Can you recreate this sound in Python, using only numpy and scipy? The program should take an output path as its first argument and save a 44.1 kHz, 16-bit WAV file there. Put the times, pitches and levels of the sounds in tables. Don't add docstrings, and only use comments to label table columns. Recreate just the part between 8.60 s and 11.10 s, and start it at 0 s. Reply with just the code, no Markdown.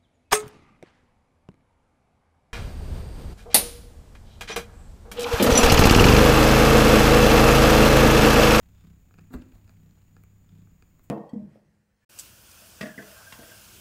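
import sys
import numpy as np
from scipy import signal
from scipy.fft import rfft, irfft, next_fast_len
from scipy.io import wavfile
from scipy.ndimage import map_coordinates

SR = 44100
rng = np.random.default_rng(int(sys.argv[2]) if len(sys.argv) > 2 else 0)


def transcribe(signal):
    frames = np.atleast_2d(signal).T
    limited = np.clip(frames, -1, 1)
    pcm = np.round(limited * 32767).astype(np.int16)
    wavfile.write(sys.argv[1], SR, pcm)


N = 110250


def amp(db):
    return 10 ** (np.asarray(db) / 20)


def unit(x):
    return x / np.sqrt(np.mean(x ** 2) + 1e-20)


def along(points, hz):
    f, v = np.transpose(points)
    return np.interp(np.log(hz + 1), np.log(f + 1), v)


def curve(rows):
    return np.interp(np.arange(N) / SR, *np.transpose(rows))


def since(s):
    return np.maximum(np.arange(N) / SR - s, 0)


def wobble(rate):
    knots = rng.standard_normal(int(N * rate / SR) + 4)
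    return map_coordinates(knots, [np.arange(N) * rate / SR])


def filtered(x, response):
    m = next_fast_len(N + SR // 2)
    hz = np.fft.rfftfreq(m, 1 / SR)
    return irfft(rfft(x, m) * response(hz), m)[:N]


def noise(colour):
    return unit(filtered(rng.standard_normal(N), lambda hz: amp(along(colour, hz))))


def grainy(colour, rough_db, rate):
    grains = amp(rough_db * np.clip(wobble(rate), -2, 2)) * rng.standard_normal(N)
    return unit(filtered(grains, lambda hz: amp(along(colour, hz))))


def resonate(x, peaks):
    def band(f, centre, width):
        return 1j * f * width / (centre * centre - f * f + 1j * f * width)

    def response(f):
        total = 0
        for k, (centre, width, db) in enumerate(peaks):
            sign = (-1) ** k
            total = total + sign * amp(db) * band(f, centre, width) * band(f, centre, centre)
        return total
    return filtered(x, response)


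def impulses(times, sizes):
    return np.bincount(np.clip(np.round(times * SR).astype(int), 0, N - 1), sizes, N)


def purr():
    # t/s, pulses per second
    pulse_rate = [(0, 34), (.33, 32.5), (1.0, 32.1), (1.7, 32.1), (1.98, 30.6), (2.5, 31.3)]
    # t/s, level/dB
    effort = [(0, -66.5), (.225, -63), (.255, -49.5), (.295, -53), (.37, -60), (.49, -69), (.58, -54.5),
              (.68, -57.5), (1.0, -66), (1.13, -67.5), (1.21, -55), (1.29, -56.5), (1.35, -67.5),
              (1.46, -71), (1.6, -58.5), (1.69, -64), (1.89, -63), (1.94, -53.5), (2.03, -54), (2.1, -63),
              (2.5, -73)]
    # f/Hz, width/Hz, level/dB
    chest = [(156, 15, 0.5), (184, 24, -1.5), (260, 46, -19), (312, 27, -17.5), (435, 25, -23)]
    # f/Hz, level/dB
    flutter_colour = [(400, 1), (700, 3), (2500, 0), (5000, -7), (12000, -14)]
    # t/s, level/dB
    flutter_level = [(0, -73), (.13, -78), (.28, -70.5), (.37, -84), (.62, -77), (1.0, -76.5), (1.45, -80),
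                     (1.78, -95), (1.97, -76), (2.12, -92)]
    jitter_s, scatter_db, flutter_decay_s = 0.00035, 1.5, 0.008

    cycles = np.cumsum(curve(pulse_rate)) / SR
    times = np.flatnonzero(np.diff(np.floor(cycles))) / SR
    chance = rng.standard_normal((len(times), 2))
    pulses = impulses(times + jitter_s * chance[:, 0], amp(scatter_db * chance[:, 1]))
    voice = unit(resonate(pulses, chest))
    gate = signal.lfilter([1], [1, -np.exp(-1 / (flutter_decay_s * SR))], pulses)
    air = unit(gate * noise(flutter_colour))
    return amp(curve(effort)) * voice + amp(curve(flutter_level)) * air


def hum():
    # t/s, level/dB
    hum_level = [(0, -62.5), (.33, -56), (.45, -64), (.6, -54.5), (.9, -59.5), (1.1, -56), (1.399, -63.5),
                 (1.7, -59), (1.82, -61.5), (1.92, -56.5), (2.062, -55), (2.2, -69.5), (2.5, -67.5)]
    # t/s, level/dB
    drone_level = [(0, -63.5), (0.179, -57.5), (.42, -61), (.62, -69), (1.0, -62), (1.2, -69.5), (2.5, -75)]

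    def tone(hz, level):
        swell = amp(curve(level) + 0.4 * wobble(13.3))
        phase = 2 * np.pi * hz * since(0) + 0.078 * wobble(3.5)
        return np.sqrt(2) * swell * np.sin(phase)
    return tone(100.3, hum_level) + tone(66.2, drone_level)


def background():
    # f/Hz, level/dB
    rumble_colour = [(15, -2.5), (55, -2), (85, -0.5), (125, -7), (200, -9), (300, -16), (380, -25),
                     (1000, -32.5), (2500, -37.5), (5000, -65.5)]
    # f/Hz, level/dB
    hiss_colour = [(500, 6.5), (2500, 7.5), (4000, 2), (6100, 0.5), (6600, 8.5), (7000, 18), (7450, 3.5),
                   (8400, 4), (9500, -4.5), (12000, 0), (14000, 7.5), (15600, 8.5)]
    rumble_db, hiss_db = -59.5, -71.5
    rumble = amp(rumble_db + 0.16 * wobble(11.0)) * noise(rumble_colour)
    hiss = amp(hiss_db + 0.13 * wobble(3.6)) * noise(hiss_colour)
    return rumble + hiss


def crackles():
    # t/s, level/dB, spread/s
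    events = [(.21, -75, .055), (.8195, -63.5, .004), (1.894, -70, 0.0034), (1.965, -79, 0.053),
              (2.024, -77, .003)]
    # f/Hz, level/dB
    colour = [(900, -25), (1400, 1), (1900, -12), (2500, -3), (3000, -7), (3600, 3.5), (4200, -12.5),
              (5000, -7), (6000, -19), (8300, -13), (10000, -39)]
    swell = np.zeros(N)
    for s, db, spread in events:
        swell += amp(db) * np.exp(-.5 * ((since(0) - s) / spread) ** 2)
    return swell * grainy(colour, rough_db=4, rate=700)


def room(x):
    # f/Hz, t60/s
    decay = [(150, 1.54), (400, 0.59), (1500, 0.38), (4000, 0.62), (12000, 0.04)]
    # f/Hz, level/dB
    colour = [(60, -4), (240, -1), (380, -1.5), (750, -4), (1300, -1.5), (2300, 1), (4000, -11), (6000, 2),
              (12000, -6)]
    room_db = -3.5
    hz, t, z = signal.stft(rng.standard_normal(SR // 2), SR, nperseg=256)
    fading = z * amp(-60 * t / along(decay, hz)[:, None])
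    tail = signal.istft(fading, SR, nperseg=256)[1]
    delayed = np.pad(tail, (SR // 200, 0))
    wet = signal.fftconvolve(x, delayed / np.linalg.norm(tail))[:N]
    return amp(room_db) * filtered(wet, lambda hz: amp(along(colour, hz)))


def ticks():
    # t/s, relative level/dB, ring/dB, edge/dB, pitch ratio
    events = [(.2495, -55, -5, -6, 0.88), (0.5094, -50, -9, -16, 0.96), (0.5409, -49.5, -0.5, -4.5, 1),
              (0.581, -54, -1, -7, 1.04), (0.5863, -44, -5, -7.5, 0.95), (0.5925, -48.5, 1, -4, 1.03),
              (0.8213, -53, 2.5, 1.5, 1.1), (0.9225, -59, 6, 0, 0.99), (1.078, -55.5, 1, 2, 1.02),
              (1.094, -51, 0, 1.5, 0.97), (1.3097, -65, -2, 10.5, 0.88), (1.5661, -45, -10, -7.5, 0.995),
              (1.6371, -52, 1.5, -10, 0.91), (2.0726, -55, -8, -16, 0.92), (2.2239, -48.5, 0.5, -1, 0.98),
              (2.3941, -53.5, -6, -8.5, 0.83)]
    # f/Hz, width/Hz, level/dB
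    body_peaks = [(278, 120, 7), (479, 33, 5), (760, 85, 1.5), (1344, 176, 2), (1716, 99, 1.5)]
    ring_peaks = [(2200, 230, -10), (2510, 195, 2.5)]
    edge_peaks = [(3470, 340, -14.5), (4810, 270, -4), (6850, 240, -5.5), (8350, 540, -11.5)]

    click = impulses(np.zeros(1), [1])
    body, ring, edge = [resonate(click, peaks)[:SR // 10]
                        for peaks in (body_peaks, ring_peaks, edge_peaks)]
    t = np.arange(len(body)) / SR
    clicks = np.zeros(N)
    for start, level, ring_db, edge_db, ratio in events:
        shape = body - amp(ring_db) * ring + amp(edge_db) * edge
        clicks += amp(level) * np.interp((since(0) - start) * ratio, t, shape, 0, 0)
    loudest_db = max(row[1] for row in events)
    return clicks * amp(loudest_db) / np.abs(clicks).max()


def bump():
    # t/s, relative level/dB, crack/dB relative to the blow
    blows = [(0.7069, -14, -14.5), (0.7306, -17, -6), (.7385, -1.5, 2.5), (0.7455, -3, 1), (.818, -25, 3)]
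    # f/Hz, relative level/dB, t60/s
    modes = [(148.5, -49.5, 0.28), (200.6, -36, 0.3), (243.3, -30, 0.22), (256, -45, 0.6),
             (304.5, -49, 0.45), (328, -49, 0.45), (411, -40.5, 0.1), (546.5, -57, 0.24), (611, -58, 0.26),
             (915, -49, 0.08), (1206, -45.5, 0.06), (1384, -46, 0.055), (1607, -51, 0.05)]
    # f/Hz, level/dB
    crack_colour = [(100, -8), (350, 7), (520, -7), (750, -15), (1000, -9), (1450, -8), (2100, -20),
                    (2700, -18.5), (3200, -32), (3900, -16.5), (4500, -20), (5500, -42), (8000, -24.5),
                    (10000, -45), (15000, -32)]
    crack_gain_db, crack_t60_s, ring_gain_db = -37.5, 0.036, 1.0

    crack, ring = np.zeros(N), np.zeros(N)
    for s, db, crack_db in blows:
        t = since(s)
        grain = grainy(crack_colour, rough_db=3.5, rate=900)
        fade = amp(db + crack_db + crack_gain_db - 60 * t / crack_t60_s)
        crack += fade * (1 - np.exp(-t / 0.0003)) * grain
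        t = t[:int((s + .5) * SR)]
        for hz, level, t60 in modes:
            fade = amp(db + level + ring_gain_db - 60 * t / t60)
            onset = 1 - np.exp(-t * hz / .5)
            ring[:len(t)] += fade * onset * np.sin(2 * np.pi * hz * t)
    return crack, ring


def rustles():
    # t/s, level/dB, attack/s, release/s, fizz/dB relative to the body
    events = [(0.738, -51.5, 0.009, 0.012, -1.5), (0.82, -60, 0.003, 0.0071, -17),
              (.958, -65, 0.033, 0.022, -6), (1.102, -68, 0.037, 0.026, -6),
              (1.38, -68.5, 0.011, 0.0062, -11), (1.844, -69.5, 0.0021, 0.0035, -4),
              (2.441, -74.5, 0.011, 0.021, 10)]
    # f/Hz, level/dB
    body_colour = [(200, -0.5), (700, 4.5), (1400, -3), (2400, -8.5), (3200, -18), (4100, -7.5),
                   (5000, -18), (9000, -30), (15000, -41)]
    # f/Hz, level/dB
    fizz_colour = [(2000, -55), (6000, -10), (8100, 2), (10000, -12), (12500, 2), (15500, -0.5)]
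    body, fizz = np.zeros(N), np.zeros(N)
    for s, db, attack, release, fizz_db in events:
        t = since(0) - s
        swell = amp(db) * np.exp(np.minimum(t / attack, -t / release))
        body += swell
        fizz += swell * amp(fizz_db)
    dull = body * grainy(body_colour, rough_db=2.5, rate=700)
    return dull + fizz * grainy(fizz_colour, rough_db=3, rate=700)


def thuds():
    # t/s, f/Hz, rise/(Hz per s), level/dB, attack/s, t60/s
    events = [(.7495, 54, 380, -28.5, 0.0086, 0.16), (.742, 33, 2, -35, 0.0086, 0.2),
              (0.93, 40, 0, -43, 0.0047, 0.28)]
    out = np.zeros(N)
    for s, hz, rise, db, attack, t60 in events:
        t = since(s)
        fade = amp(db - 60 * t / t60) * (1 - np.exp(-t / attack))
        out += fade * np.sin(2 * np.pi * (hz + rise * t / 2) * t)
    return out


def snaps():
    # t/s, level/dB
    events = [(0.785, -55), (1.6368, -48), (2.393, -58)]
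    # f/Hz, level/dB
    colour = [(6000, -30), (10000, -15), (13000, -3), (15500, -3.5)]
    t60_s = 0.005
    envelope = np.zeros(N)
    for s, db in events:
        envelope += amp(db - 60 * since(s) / t60_s) * (since(s) > 0)
    return envelope * noise(colour)


def scene():
    small_send_db = -8.5
    crack, ring = bump()
    small = ticks() + rustles() + crackles()
    close = purr() + hum() + crack + ring + thuds() + small + snaps()
    answer = room(crack + amp(small_send_db) * small)
    return (close + answer + background())[None]


def record(dry):
    top_hz = 15850
    return filtered(dry[0], lambda hz: hz < top_hz)[None]


dry = scene()
out = record(dry)
transcribe(out)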